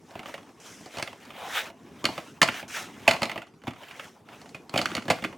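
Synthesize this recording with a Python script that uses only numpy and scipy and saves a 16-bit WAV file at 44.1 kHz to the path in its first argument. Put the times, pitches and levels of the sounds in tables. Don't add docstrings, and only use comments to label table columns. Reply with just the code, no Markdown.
import sys
import numpy as np
from scipy import signal
from scipy.fft import rfft, irfft, next_fast_len
from scipy.io import wavfile
from scipy.ndimage import uniform_filter1d, map_coordinates

SR = 44100
rng = np.random.default_rng(int(sys.argv[2]) if len(sys.argv) > 2 else 0)


def output_pcm(signal):
    pcm = np.clip(np.atleast_2d(signal).T, -1, 1) * 32767
    wavfile.write(sys.argv[1], SR, np.round(pcm).astype(np.int16))


N = 237026

# time in seconds, rumble level in dB.
SWAY_LEVELS = [(0.0, -54.5), (0.39, -55.5), (0.63, -54.5), (0.88, -53), (1.06, -53), (1.17, -52.5),
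               (1.93, -53.5), (2.04, -50), (2.47, -56.5), (2.63, -53), (2.77, -51), (3.19, -47),
               (3.25, -47), (3.38, -58.5), (3.59, -63), (3.86, -60), (4.1, -57.5), (4.65, -53.5),
               (4.81, -49.5), (4.93, -44), (4.98, -50), (5.27, -47), (5.37, -50)]
# frequency in Hz, relative spectral density in dB.
RUMBLE_SPECTRUM = [(15, -77), (25, -51), (81, -11.5), (240, -2), (387, -8), (419, -9), (505, -15.5),
                   (600, -30), (780, -57), (1320, -120)]
AIR_SPECTRUM = [(240, -33), (400, 8.5), (669, -9), (734, -6), (1210, -3), (2320, -17.5), (4070, -17),
                (5730, -18), (12900, -28), (16500, -67)]
DRAG_SPECTRUM = [(250, -22), (420, 0), (700, 5.5), (1100, 2.5), (1600, -32)]
SCRAPE_SPECTRUM = [(800, -39), (1250, 0), (2100, -1.5), (3100, -3.5), (3900, -8), (5500, -23)]
HISS_SPECTRUM = [(2060, -41), (3500, -19), (5130, 2), (5840, 3.5), (7980, -2.5), (11600, -11), (15900, -44),
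                 (16200, -26.5), (16500, -66.5)]
CLICK_SPECTRUM = [(2350, -35), (4000, 1), (4450, 4.5), (5880, -8.5), (6430, -4), (10900, -16.5),
                  (15200, -37), (16000, -26), (16500, -39)]
# time in seconds, drag, scrape and hiss levels in dB.
RUB_LEVELS = [
    [(0.0, -64, -70, -74), (0.11, -57.5, -61, -62), (0.156, -57, -53, -71), (0.232, -50, -59, -68),
     (0.278, -45.5, -45.5, -55.5), (0.422, -58, -64, -68), (0.6, -63, -65, -70)],
    [(0.6, -59, -58, -56.5), (0.7, -57, -48.5, -50), (0.858, -60, -55.5, -58), (1.0, -47, -45.5, -55),
     (1.2, -61.5, -57, -63)],
    [(1.2, -61.5, -61.5, -66), (1.344, -52, -49, -68), (1.478, -37.5, -40, -51.5),
     (1.528, -45, -33.5, -44.5), (1.568, -36, -30, -43), (1.676, -50.5, -46, -56), (1.726, -63, -66.5, -74),
     (1.946, -56, -59.5, -67.5), (2.03, -49, -61, -73)],
    [(2.03, -58, -59, -65), (2.11, -43, -45.5, -56), (2.3, -58.5, -54.5, -59.5), (2.47, -60, -74, -83),
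     (2.522, -54, -46, -49.5), (2.604, -44, -37, -50), (2.64, -59, -52, -66), (2.68, -58, -49, -50)],
    [(2.68, -59, -63, -72), (2.75, -44.5, -35, -42), (2.804, -41.5, -36, -43), (2.916, -54, -55.5, -63),
     (3.07, -37, -51, -60)],
    [(3.07, -51, -49, -58), (3.202, -46, -56, -55), (3.262, -41, -54, -63), (3.302, -45, -45, -74),
     (3.402, -54.5, -59, -67), (3.454, -74, -80.5, -81), (3.65, -56, -60, -67)],
    [(3.65, -65, -73, -83), (3.71, -65, -70, -77), (3.818, -56, -53.5, -66), (3.882, -58, -51, -66),
     (3.952, -52.5, -51.5, -60.5), (4.04, -51.5, -50, -56.5), (4.092, -55.5, -55.5, -60),
     (4.25, -63.5, -67.5, -77)],
    [(4.25, -64, -76.5, -85.5), (4.338, -51, -53, -65), (4.456, -55, -60.5, -62.5),
     (4.658, -58.5, -71.5, -72.5), (4.72, -49, -57, -68)],
    [(4.72, -54, -56, -69), (4.768, -42, -41, -50), (4.872, -52, -53, -54), (4.94, -41, -44, -54),
     (4.998, -54, -59, -58), (5.108, -56, -54, -63), (5.188, -57, -47, -59), (5.252, -55, -63, -59.5),
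     (5.375, -56, -67, -70)],
]
# frequency in Hz, left-right correlation.
RUB_CORRELATION = [(60, 1), (180, 0.94), (550, 0.96), (1650, 0.99), (4970, 0.91), (15000, 0.98)]
# start in seconds, base levels of shell, legs, head and click in dB,
# ring pitch in Hz, base rattle T60 in seconds.
FRAME_KNOCKS = [(0.1077, -47, -54, -45, -59, 1620, 0.06), (0.154, -36, -39.5, -37.5, -62, 970, 0.052),
                (0.1924, -31.5, -41, -42, -51, 2210, 0.057), (0.231, -35, -53, -51, -55, 1370, 0.043),
                (0.2573, -32, -44, -43, -55, 1145, 0.068), (0.2939, -37, -48, -46, -59, 960, 0.06),
                (0.3403, -27.5, -52, -33.5, -47, 1890, 0.063), (0.378, -36, -53, -52, -62, 1060, 0.074),
                (0.4299, -49, -62, -44.5, -67, 961, 0.044), (0.4903, -52, -56, -59, -74, 1160, 0.073),
                (0.8594, -43, -55, -39, -51, 1240, 0.068), (0.9702, -30, -44, -38, -44, 2520, 0.067),
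                (0.9837, -28, -40.5, -39, -39, 895, 0.06), (0.9957, -25.5, -50, -29, -44, 1010, 0.054),
                (1.0253, -19, -40, -35.5, -31.5, 2190, 0.041), (1.075, -25.5, -56, -33, -52, 2090, 0.047),
                (1.1295, -36, -51, -37, -63, 940, 0.034), (1.252, -46, -63, -45.5, -54, 1090, 0.06),
                (1.3042, -34, -69, -52, -61, 1210, 0.06), (1.7004, -38, -53, -43, -62, 902, 0.063),
                (2.0416, -22, -30, -30.5, -37, 1150, 0.058), (2.0534, -9.5, -35.5, -34, -23.5, 2410, 0.038),
                (2.0643, -27, -37, -30.5, -47, 1150, 0.056), (2.0884, -40, -34, -29, -61, 902, 0.046),
                (2.1782, -25.5, -39.5, -29, -47, 1290, 0.067), (2.4164, -2, -27.5, -23, -19.5, 1777, 0.058),
                (2.4279, -9, -29, -19, -20, 1050, 0.068), (2.4767, -24, -40, -31.5, -37, 2490, 0.06),
                (2.4863, -11.5, -34, -28.5, -44, 1420, 0.048), (2.5204, -34, -47, -47, -53, 1890, 0.06),
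                (2.5419, -31, -49, -37.5, -49, 1740, 0.087), (2.6273, -34.5, -45.5, -37, -63, 2430, 0.06),
                (3.0777, -4, -24.5, -11, -23.5, 2565, 0.057),
                (3.0888, -13.5, -37.5, -38, -28.5, 3020, 0.074), (3.1101, -12, -34, -28, -26.5, 2040, 0.06),
                (3.1341, -22, -43, -26, -38, 2010, 0.078), (3.1633, -25.5, -51, -37, -47, 1110, 0.053),
                (3.2191, -19, -34, -24.5, -35, 2120, 0.054),
                (3.2304, -15.5, -38, -24.5, -29.5, 2140, 0.065),
                (3.2542, -23.5, -44, -50, -37, 2300, 0.049), (3.2954, -23, -51, -35, -45, 1990, 0.049),
                (3.315, -26, -41, -40, -46, 2150, 0.06), (3.3583, -31, -42, -34.5, -61, 1180, 0.083),
                (3.3769, -25.5, -41.5, -34, -52, 1945, 0.06), (3.4186, -31, -65, -41.5, -59, 1430, 0.07),
                (3.469, -46.5, -61, -57, -64.5, 1150, 0.071), (3.5376, -58, -56.5, -63.5, -75, 2290, 0.06),
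                (3.618, -48, -55.5, -57.5, -68.5, 2020, 0.06), (3.637, -42, -44, -49, -62.5, 1160, 0.06),
                (3.6702, -28.5, -48, -31, -59, 970, 0.042), (3.6775, -26, -33.5, -33.5, -51, 910, 0.073),
                (3.7073, -35, -52, -42, -59, 2130, 0.057), (3.7344, -40, -61, -53, -60, 1150, 0.06),
                (3.7608, -40, -60, -50, -63, 1300, 0.06), (3.8335, -35.5, -62, -52, -63, 2960, 0.06),
                (3.8842, -39, -59, -56, -58, 2700, 0.065), (3.9101, -33.5, -54, -51, -55, 2370, 0.06),
                (3.9953, -25.5, -54.5, -40.5, -53.5, 1280, 0.056),
                (4.2872, -41, -60, -52, -64, 1340, 0.089), (4.4149, -42, -58, -46, -50.5, 902, 0.051),
                (4.458, -42, -62, -47.5, -58, 960, 0.06), (4.4915, -48, -60, -57, -51, 1480, 0.046),
                (4.5459, -30.5, -48, -40.5, -50, 2480, 0.087), (4.6943, -39, -49.5, -46, -44.5, 945, 0.042),
                (4.7395, -24, -31.5, -25, -50, 2500, 0.071), (4.7591, -21, -31, -23.5, -43, 2420, 0.08),
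                (4.7765, -13, -35.5, -26, -27, 3070, 0.06), (4.7894, -17, -31, -27, -41, 2140, 0.06),
                (4.8146, -25, -38, -29.5, -31.5, 1220, 0.065), (4.8569, -12, -38, -35, -30.5, 1480, 0.035),
                (4.8873, -38, -44, -48, -57, 1960, 0.06), (4.9043, -31, -45, -45, -59, 1130, 0.06),
                (4.9157, -29, -36, -42, -50, 1430, 0.056), (4.9507, -22, -35.5, -28.5, -28.5, 2810, 0.038),
                (4.9668, -20, -34, -34, -40, 2170, 0.055), (4.979, -22.5, -31, -44, -50, 2090, 0.044),
                (4.996, -41, -51, -53, -55, 3080, 0.054), (5.022, -35, -48, -48, -52, 1360, 0.051),
                (5.054, -44, -45, -39, -56, 1280, 0.056), (5.0811, -24, -32, -30, -45, 1700, 0.077),
                (5.1007, -11.5, -25.5, -16.5, -28, 2480, 0.06), (5.1069, -14, -34, -21, -27.5, 2410, 0.067),
                (5.186, -33, -54, -48, -56, 1200, 0.06), (5.223, -29.5, -41, -35.5, -52, 2810, 0.06),
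                (5.2397, -21, -40, -39, -39.5, 2110, 0.064), (5.2465, -20, -32.5, -38.5, -48, 2510, 0.057),
                (5.3268, -37, -52, -44, -65, 980, 0.058)]
# frequency in Hz, width in Hz, relative gain in dB.
LEG_MODES = [(126, 62, -1.5), (228, 111, 0.5), (332, 116, -1)]
HEAD_MODES = [(567, 132, -1), (690, 87, 3), (850, 172, -3)]
SHELL_MODES = [(1240, 335, 0.5), (1870, 440, 0.5), (2097, 274, 4), (2504, 270, 1), (2915, 396, 0),
               (3655, 180, -6.5)]
# frequency in Hz, T60 in seconds.
ROOM_T60 = [(150, 0.36), (1000, 0.28), (4000, 0.3), (12000, 0.27)]


def amp(db):
    return 10 ** (np.asarray(db) / 20)


def unit_rms(x):
    return x / np.sqrt(np.mean(x ** 2) + 1e-20)


def at_hz(points, hz):
    knots_hz, values = np.transpose(points)
    return np.interp(np.log(hz + 1), np.log(knots_hz + 1), values)


def envelopes(rows):
    times_s, *columns = np.transpose(sorted(map(tuple, rows)))
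    return [np.interp(np.arange(N) / SR, times_s, column) for column in columns]


def wobble(rate_hz):
    knots = rng.standard_normal(int(N * rate_hz / SR) + 4)
    return map_coordinates(knots, [np.arange(N) * rate_hz / SR])


def filtered(x, response):
    size = next_fast_len(N + SR // 2)
    return irfft(rfft(x, size) * response(np.fft.rfftfreq(size, 1 / SR)), size)[..., :N]


def resonator(modes):
    def shape(hz):
        return sum((-1) ** k * amp(db) * 1j * hz * width_hz / (mode_hz**2 - hz**2 + 1j * hz * width_hz)
                   for k, (mode_hz, width_hz, db) in enumerate(modes))
    norm = np.sqrt(np.mean(abs(shape(np.arange(1, SR / 2))) ** 2))
    return lambda hz: shape(hz) / norm


def minimum_phase(spectrum):
    def response(hz):
        gain = np.maximum(amp(at_hz(spectrum, hz)), 1e-3)
        cepstrum = irfft(np.log(unit_rms(gain)))
        half = len(cepstrum) // 2
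        cepstrum[1:half] *= 2
        cepstrum[half + 1:] = 0
        return np.exp(rfft(cepstrum))
    return response


def rough_noise(spectrum, correlation, patch_db, grit_db):
    gritty = rng.standard_normal((2, N)) * amp(grit_db * wobble(350))
    bins = signal.stft(gritty, nperseg=512)[2]
    patches = uniform_filter1d(rng.standard_normal(bins.shape[1:]), size=6, axis=0)
    patches = uniform_filter1d(patches, size=5, axis=1)
    pair = signal.istft(bins * amp(patch_db * unit_rms(patches)), nperseg=512)[1][:, :N]

    def mid_side_gains(hz):
        angle = np.arccos(np.clip(at_hz(correlation, hz), -1, 1)) / 2
        return amp(at_hz(spectrum, hz)) * [np.cos(angle), np.sin(angle)]
    mid, side = filtered(pair, mid_side_gains)
    return unit_rms(np.array([mid + side, mid - side]))


def frame_rumble():
    sway_db, = envelopes(SWAY_LEVELS)
    gain = amp(sway_db + 1.5 * wobble(12))
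    return gain * rough_noise(RUMBLE_SPECTRUM, correlation=[(100, 0.97)], patch_db=2, grit_db=0)


def room_tone(level_db=-63):
    return amp(level_db) * rough_noise(AIR_SPECTRUM, correlation=[(1000, 0.81)], patch_db=5.2, grit_db=1)


def rubbing():
    drag_db, scrape_db, hiss_db = envelopes(np.vstack(RUB_LEVELS))
    stroke = wobble(29.97)
    drag = rough_noise(DRAG_SPECTRUM, RUB_CORRELATION, patch_db=3.5, grit_db=0.5)
    scrape = rough_noise(SCRAPE_SPECTRUM, RUB_CORRELATION, patch_db=2.5, grit_db=1)
    hiss = rough_noise(HISS_SPECTRUM, RUB_CORRELATION, patch_db=1, grit_db=1.5)
    return (amp(drag_db + 1.6 * stroke) * drag
            + amp(scrape_db + 1.8 * stroke) * scrape
            + amp(hiss_db + 0.8 * stroke) * hiss)


def knocks(attack_s=0.00034, blow_t60_s=0.006):
    parts = (resonator(LEG_MODES), resonator(HEAD_MODES), resonator(SHELL_MODES),
             minimum_phase(CLICK_SPECTRUM))
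    t60_ratios = np.array([[1.6], [1.2], [1.01], [0.8]])
    t = np.arange(SR // 4) / SR
    onset = 1 - np.exp(-t / attack_s)
    blow = 1.65 * amp(-60 * t / blow_t60_s)
    drives, ring = np.zeros((4, N + SR)), np.zeros(N + SR)
    for start_s, shell_db, legs_db, head_db, click_db, ring_hz, t60_s in FRAME_KNOCKS:
        start = round(start_s * SR)
        span = slice(start, start + len(t))
        rattle = amp(-60 * t / (t60_s * t60_ratios))
        gains = amp([[legs_db + 1.5], [head_db - 1.5], [shell_db - 8.5], [click_db + 1.5]])
        drives[:, span] += gains * onset * (rattle + blow) * rng.standard_normal((4, len(t)))
        ring_db = shell_db - 2 - 60 * t / (0.43 * t60_s)
        ring[span] += amp(ring_db) * onset * np.sin(2 * np.pi * ring_hz * t)
    return ring[:N] + sum(filtered(drive[:N], part) for drive, part in zip(drives, parts))


def shell_paths(frame, centre_hz=2300, width_hz=1500, side_db=-21):
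    side = amp(side_db) * filtered(frame, resonator([(centre_hz, width_hz, 0)]))
    return np.array([frame - side, frame + side])


def room_tail(x, level_db=-11.5, delay_samples=200):
    hz, t, bins = signal.stft(rng.standard_normal((2, SR // 2)), SR, nperseg=256)
    decay = amp(-60 * t / at_hz(ROOM_T60, hz)[:, None])
    mid, side = signal.istft(bins * decay, SR, nperseg=256)[1]
    tail = np.array([mid + 0.32 * side, mid - 0.37 * side])
    tail /= np.linalg.norm(tail[0])
    delayed = np.pad(x, (delay_samples, 0))
    return amp(level_db) * signal.fftconvolve(delayed[None], tail, axes=1)[:, :N]


def scene():
    frame = knocks()
    return shell_paths(frame) + room_tail(frame) + rubbing() + frame_rumble() + room_tone()


def record(dry, ceiling=1.05, cutoff_hz=16700):
    clipped = dry / (1 + abs(dry / ceiling) ** 6) ** (1 / 6)
    return filtered(clipped, lambda hz: hz < cutoff_hz)


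dry = scene()
out = record(dry)
output_pcm(out)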